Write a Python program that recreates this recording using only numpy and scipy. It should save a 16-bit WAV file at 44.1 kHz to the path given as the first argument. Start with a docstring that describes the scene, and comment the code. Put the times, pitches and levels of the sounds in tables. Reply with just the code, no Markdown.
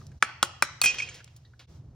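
"""In a small room, over a workbench, a steel tool hits a hand-held, filled silver piece four times.
Each blow is a sharp crack, a short ring and a dull knock, with a thud from the bench below.
The last blow breaks the filler: a small silver cap drops off and bounces, ringing, as crumbs patter down.
Hands then shift the pieces with small clicks and rubs, over a low room rumble and an electric hum."""
import sys
import numpy as np
from scipy import signal
from scipy.fft import rfft, irfft
from scipy.io import wavfile

SR = 44100
rng = np.random.default_rng(int(sys.argv[2]) if len(sys.argv) > 2 else 0)


def generate_wav(signal):
    """Clip the signal to [-1, 1] and save it as 16-bit WAV at the path in sys.argv[1]."""
    frames = np.transpose(np.atleast_2d(signal))
    scaled = np.clip(frames, -1, 1) * 32767
    pcm = np.round(scaled).astype(np.int16)
    wavfile.write(sys.argv[1], SR, pcm)


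N = 85995

# A t60 is the time a sound takes to fade by 60 dB. Levels are relative. A tilt above 0 adds treble.
# The blows: t/s, knock level/dB, knock pitch factor, knock tilt/(dB per octave), thud level/dB,
# crack level/dB, crack tilt/(dB per octave), tones of the spot that is hit (f/Hz, level/dB)
BLOWS = [(0.2250, -6.5, 0.95, 2.5, -32, -2.6, -2.5, [(1720, -13.5), (2316, -17), (5350, -24)]),
         (0.4279, -8.5, 0.92, -4.5, -27, -0.83, 1.3, [(2820, -20), (3314, -16), (4060, -21.5)]),
         (0.6235, -8.5, 0.97, -4.5, -30.5, -0.33, 0.15, [(2080, -19), (2380, -14), (5480, -16.5)]),
         (0.8153, -24.5, 0.85, -6, -57.5, -1.8, 6, [(2480, -24), (4254, -15), (4620, -24.5)])]
# Tones of the filled silver piece and of the bench: f/Hz, level/dB, t60/s
KNOCK_TONES = [(588.3, -21.5, 0.045), (892, -7.5, 0.015), (1208, -6.5, 0.026), (1386, -5, 0.031),
               (1581, -2.5, 0.024)]
BENCH_TONES = [(139, -4, 0.042), (244.4, -0.5, 0.029), (346, -2, 0.05), (481.2, -4.5, 0.037)]
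# Tones of the loose cap: f/Hz, level/dB, t60/s
CAP_TONES = [(2492, -1, 0.3), (2713, -19, 0.55), (2832, -20, 0.7), (3153, -17, .14), (3208, -11.5, .13),
             (4235, -19, 0.2), (4852, -16, 0.15), (5290, -20, .2), (5651, -17, 0.4), (5830, -20, .35),
             (5970, -16, .12), (6282, -21, .16), (6773, -20, .4), (7840, -23, 0.25), (8586, -32, .4),
             (14460, -38, .15)]
# The cap's landings: t/s, ring level/dB, pressed flat (0 or 1), overtone level/dB,
# free ringing time/s, t60/s of the damping after that, tick level/dB
BOUNCES = [(0.8160, -23.5, 0, -3, 0.01, 0.089, -12), (0.8396, -19, 0, 2, 0.012, 0.028, -2.5),
           (0.8581, -13, 0, -1.5, 0.05, 0.12, -5.5), (0.9430, -36, 0, -4.5, 0.027, 0.031, -16),
           (0.9846, -26.5, 0, 0.5, 0.0079, 0.28, -19.5), (1.0009, -22, 1, -13, 0.006, 0.011, -15.5),
           (1.021, -24.5, 0, -6, 0.012, 0.088, -21.5), (1.0736, -36, 0, -15, 0.0022, 0.045, -47),
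           (1.0877, -34, 1, -3, 0.0024, 0.032, -26)]
# Lumps of filler and touches of metal: t/s, level/dB, middle f/Hz, width/octaves, t60/s
CLICKS = [(0.014, -29, 1234, 0.2, 0.03), (0.068, -28, 6600, 0.69, 0.0087), (0.117, -36, 1600, .4, 0.049),
          (0.118, -41, 6200, 0.44, 0.035), (1.093, -19.5, 6800, 0.11, 0.072),
          (1.143, -19, 4200, 0.94, 0.15), (1.204, -25.5, 1554, 0.18, 0.07), (1.244, -24, 5840, 0.81, 0.011),
          (1.277, -31.5, 2605, 0.72, 0.036), (1.3637, -26.5, 8000, 0.96, 0.045),
          (1.45, -34, 3970, 0.15, 0.068), (1.449, -41, 1872, .04, 0.088),
          (1.5360, -33.5, 1551, 0.14, 0.034), (1.5934, -23.5, 3490, 0.57, 0.16),
          (1.595, -26, 898, 1.26, 0.16)]
# The colour of each noise, meaning how strong it is from low to high: f/Hz, level/dB
CRACK_COLOUR = [(100, -29), (700, -7.5), (1800, 3.5), (2600, 0.5), (4000, -2.5), (6000, 0), (8800, 4),
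                (11500, -10), (13500, -8.5), (15300, -8), (17000, -25.5)]  # steel on silver
TICK_COLOUR = [(100, -7.5), (600, -9.5), (2000, 4), (4000, -13), (7000, -10), (11000, -12.5),
               (16000, -21.5)]  # the cap meeting the bench
SHIMMER_COLOUR = [(1000, -27), (2300, -3), (4000, -10.5), (5700, -1.5), (8000, -3), (10000, -25),
                  (12500, -27.5), (16000, -30)]  # the cap's many crowded overtones
CRUMB_COLOUR = [(150, -2.5), (500, 2.5), (1200, -4), (2200, 1.5), (4000, -4), (6500, -4), (8200, -10.5),
                (10000, -29), (16000, -32.5)]  # grains of filler
RUB_COLOUR = [(100, -8.5), (400, 8.5), (1200, 0), (2500, -8.5), (4000, -4.5), (6000, -2.5), (9000, -15),
              (15000, -19.5)]  # skin sliding on silver
RUMBLE_COLOUR = [(20, -37), (35, -9), (50, -12), (82, 2.5), (105, -0.5), (145, 0), (175, -13), (400, -24.5),
                 (800, -33.5), (2000, -50), (16000, -66.5)]  # the room's background
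TAIL_COLOUR = [(100, -9.5), (500, -15), (1400, -17.5), (2100, -10), (3000, -9), (6000, -14.5), (8200, -27),
               (10000, -29), (16000, -30.5)]  # the tail, the sound that lingers in the room
# How loud the rub and the rumble are over time: t/s, level/dB
RUB_LEVEL = [(0, -59.5), (.12, -70.5), (.19, -69.5), (1.299, -68.5), (1.667, -78), (1.70, -64.5),
             (1.765, -65), (1.821, -76), (1.95, -79)]
RUMBLE_LEVEL = [(0, -47.5), (.11, -45), (0.174, -48), (0.199, -98), (.225, -57.5), (1.0, -53.5),
                (1.62, -58.5), (1.668, -57), (1.71, -47), (1.95, -47.5)]
# Brief dips in the whole sound: t/s, level/dB
DIPS = [(0.196, -15), (1.667, -20.5)]
# Echoes from nearby and from the far walls: delay/s, gain
NEAR_ECHOES = [(.0041, 0.13), (.0083, 0.081), (0.0199, .045), (0.0252, 0.04)]
WALL_ECHOES = [(.0655, .036), (.0715, .026), (.084, 0.01)]
# How long the tail lasts: f/Hz, t60/s
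TAIL_T60 = [(100, 0.19), (500, 0.57), (1500, 0.66), (3000, 0.64), (7500, 0.55), (10000, 0.15), (16000, .22)]
# How alike the tail is on the left and right: f/Hz, likeness (0 to 1)
TAIL_LIKENESS = [(100, 0.24), (500, 0.51), (1500, 0.58), (3000, 0.14), (8000, .1)]
# How far the left microphone runs ahead of the right: f/Hz, phase/radians
MIC_PHASE = [(150, 0), (280, -.55), (500, -.3), (1000, -.2), (1720, .1), (3190, .6), (4130, .25),
             (4820, .3), (5340, 1), (8350, 2.6), (10200, 3.1), (13000, 3.2), (15000, 3.7), (16500, 3.8)]
# How much louder the left microphone is: f/Hz, level/dB
MIC_BALANCE = [(100, -1), (700, 1.6), (1400, 2.1), (2500, -3), (5000, 0), (12000, -0.47)]

T = np.arange(SR // 2) / SR  # seconds within one short sound
SCENE_T = np.arange(N) / SR  # seconds within the scene


def blows(ring_db, ring_t60=.026, bench_lag_s=0.00062):
    """Steel hits silver: the spot cracks and rings briefly, the filled body knocks, the bench thuds."""
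    out, hz = np.zeros(N), bins(len(T))
    crack_shape = rise(0.0003) * (fade(0.011) + amp(-18) * fade(0.097))  # a snap, then a faint buzz
    for s, knock_db, pitch, knock_tilt, thud_db, crack_db, crack_tilt, spot_tones in BLOWS:
        colour = read(CRACK_COLOUR, hz) + crack_tilt * np.log2((hz + 100) / 4000)
        add(out, s, amp(8 + crack_db) * burst(colour, crack_shape))
        # (-1) ** k makes every other tone start its swing the opposite way
        ring = sum((-1) ** k * tone(f, db, ring_t60) for k, (f, db) in enumerate(spot_tones))
        add(out, s, amp(ring_db) * ring)
        knock = -sum((-1) ** k * tone(f * pitch, db + knock_db + knock_tilt * np.log2(f / 1300), t60)
                     for k, (f, db, t60) in enumerate(KNOCK_TONES))
        add(out, s, low_cut(knock * rise(0.0018), hz=500))
        thud = sum(tone(f, db + thud_db, t60) for f, db, t60 in BENCH_TONES)
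        add(out, s + bench_lag_s, low_cut(thud * rise(0.0013), hz=90))
    return out


def bouncing_cap(lowest_tone_db):
    """At each landing the cap ticks, then rings freely until the bench damps it."""
    out, hz = np.zeros(N), bins(len(T))
    for s, ring_db, pressed, overtone_db, free_s, damped_t60, tick_db in BOUNCES:
        pitch = .92 if pressed else 1
        tones = sum(tone(f * pitch, db + (overtone_db if k else lowest_tone_db), t60)
                    for k, (f, db, t60) in enumerate(CAP_TONES))
        shimmer = amp(15 + overtone_db) * burst(read(SHIMMER_COLOUR, hz), fade(0.12))
        shape = rise(.0005) * fade(damped_t60, np.maximum(T - free_s, 0))
        tick = amp(tick_db) * burst(read(TICK_COLOUR, hz), fade(0.039))
        add(out, s, amp(ring_db) * (tones + shimmer) * shape + tick)
    return out


def breaking_filler(start_s=.834, length_s=.026, count=9):
    """The filler splits in a quick run of bright snaps."""
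    out = np.zeros(N)
    for k, wait in enumerate(rng.random(count)):
        snap = burst(band(hz=10000, octaves=0.3), fade(0.0064))
        add(out, start_s + length_s * (k + wait) / count, amp(-2) * snap)
    return out


def crumbs(start_s=.84, length_s=0.37, count=360, low_hz=1800, high_hz=6500, fade_db_per_s=43.5):
    """Grains of filler shower down ever more softly, each with a slightly different colour."""
    out, shared_colour = np.zeros(N), read(CRUMB_COLOUR, bins(len(T)))
    for k, (wait, size, pitch) in enumerate(rng.random((count, 3))):
        delay = length_s * (k + wait) / count
        hz = low_hz * (high_hz / low_hz) ** pitch
        db = -23.5 + 2.5 * (2 * size - 1) - fade_db_per_s * delay
        own_colour = np.maximum(0.86 * band(hz, octaves=0.28), -7)
        add(out, start_s + delay, amp(db) * burst(shared_colour + own_colour, fade(0.025)))
    return out


def clicks():
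    """Single lumps land and metal is touched, each making a short puff of noise."""
    out = np.zeros(N)
    for s, db, hz, octaves, t60 in CLICKS:
        add(out, s, amp(db) * burst(band(hz, octaves), fade(t60)))
    return out


def hand_rub():
    """Skin slides on silver with a soft hiss."""
    return long_noise(RUB_COLOUR, RUB_LEVEL, stereo_width=0.6)


def hand_bump(start_s=.14, length_s=.055, hz=73.3, db=-43.5):
    """A hand settles on the bench with a soft, low push."""
    out = np.zeros(N)
    swell = np.sin(np.pi * rise(length_s))
    add(out, start_s, amp(db) * swell * np.sin(2 * np.pi * hz * T))
    return out


def room_rumble():
    """The room rumbles low, almost the same on both sides."""
    return long_noise(RUMBLE_COLOUR, RUMBLE_LEVEL, stereo_width=.02)


def mains_hum(hz=118.9, db=-56.5):
    """The electric supply hums on one steady, low tone."""
    return amp(db) * np.sin(2 * np.pi * hz * SCENE_T)


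def room(direct, to_walls, wall_cut_hz=4500, tail_count=3, turn_s=.2):
    """The direct sound gets quick echoes; what reaches the walls returns as dull echoes and a tail."""
    out = direct.copy()
    for s, gain in NEAR_ECHOES:
        add(out, s, gain * direct)
    dull = signal.sosfilt(signal.butter(2, wall_cut_hz, fs=SR, output="sos"), to_walls)
    for s, gain in WALL_ECHOES:
        add(out, s, gain * dull)
    turn = (SCENE_T // turn_s) % tail_count  # tails take turns, so each blow differs from the one before
    tails = sum(signal.fftconvolve((to_walls * (turn == k))[None], room_tail(), axes=1)[:, :N]
                for k in range(tail_count))
    return out + tails


def room_tail():
    """Countless echoes blur into a stereo wash whose treble and deep bass die first."""
    hz, t, (left, other) = signal.stft(rng.standard_normal((2, len(T) * 2)), SR, nperseg=256)
    likeness, t60 = read(TAIL_LIKENESS, hz)[:, None], read(TAIL_T60, hz)[:, None]
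    right = likeness * left + np.sqrt(1 - likeness ** 2) * other
    even_energy = np.sqrt(2 * np.log(1000) / (t60 * SR))  # turns the longer fades down
    shape = fade(t60, t) * even_energy * rise(0.014, t)
    colour = amp(read(TAIL_COLOUR, hz))[:, None]
    return signal.istft(np.array([left, right]) * shape * colour, SR, nperseg=256)[1]


def dips(width_s=0.0075):
    """A volume curve that dips briefly twice."""
    return amp(sum(db * np.exp(-((SCENE_T - s) / width_s) ** 2) for s, db in DIPS))


def amp(db):
    """Turns decibels into a number to multiply by."""
    return 10 ** (np.asarray(db) / 20)


def rise(seconds, t=T):
    """Climbs from 0 to 1 in the given time, then stays there."""
    return np.minimum(t / seconds, 1)


def fade(t60, t=T):
    """Falls by 60 dB every t60 seconds."""
    return np.exp(-np.log(1000) * t / np.maximum(t60, 1e-4))


def tone(hz, db, t60):
    """One pure tone that dies away."""
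    return amp(db) * fade(t60) * np.sin(2 * np.pi * hz * T)


def read(table, hz):
    """Finds values between a table's rows, with frequencies spaced like musical pitch."""
    f, value = np.transpose(table)
    return np.interp(np.log(hz + 1), np.log(f + 1), value)


def bins(size):
    """The frequencies that make up a sound this many samples long."""
    return np.fft.rfftfreq(size, 1 / SR)


def band(hz, octaves):
    """A colour, in dB, that is strongest around one frequency."""
    return -10 * np.log10(1 + (np.log2((bins(len(T)) + 1) / hz) / octaves) ** 4)


def noise(colour_db):
    """Noise of the given colour, with an average strength (rms) of 1."""
    x = irfft(amp(colour_db) * np.exp(2j * np.pi * rng.random(len(colour_db))))
    return x / x.std()


def burst(colour_db, shape):
    """A puff of noise that follows a volume shape, with a total energy of 1."""
    x = noise(colour_db) * shape
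    return x / np.linalg.norm(x)


def long_noise(colour, levels, stereo_width):
    """Stereo noise that follows a level curve through the whole scene."""
    middle, side = (noise(read(colour, bins(N + 1)))[:N] for _ in range(2))
    volume = amp(np.interp(SCENE_T, *np.transpose(levels)))
    return np.array([middle + stereo_width * side, middle - stereo_width * side]) * volume


def low_cut(x, hz):
    """Thins out the sound below hz."""
    return signal.sosfilt(signal.butter(2, hz, "high", fs=SR, output="sos"), x)


def add(mix, s, sound):
    """Mixes a sound in, starting at s seconds."""
    part = mix[max(round(s * SR), 0):][:len(sound)]
    part += sound[:len(part)]


def scene():
    """The work in its room, over the background; pure rings reach the walls less than noise does."""
    background = room_rumble() + hand_rub() + mains_hum() + hand_bump()
    debris = clicks() + crumbs()
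    to_walls = blows(ring_db=-8) + amp(3) * bouncing_cap(lowest_tone_db=-17) + debris
    direct = blows(ring_db=0) + bouncing_cap(lowest_tone_db=0) + breaking_filler() + debris
    return dips() * (background + room(direct, to_walls))


def record(dry):
    """Two microphones hear with slightly different timing and level; treble above 16500 Hz is cut."""
    hz = bins(2 * N)
    left = amp(read(MIC_BALANCE, hz) / 2) * np.exp(.5j * read(MIC_PHASE, hz))
    pair = irfft(rfft(dry, 2 * N) * np.array([left, 1 / left]))[:, :N]
    treble_cut = signal.firwin(255, 16500, window=("kaiser", 9), fs=SR)
    return signal.oaconvolve(pair, treble_cut[None], "same")


dry = scene()
out = record(dry)
generate_wav(out)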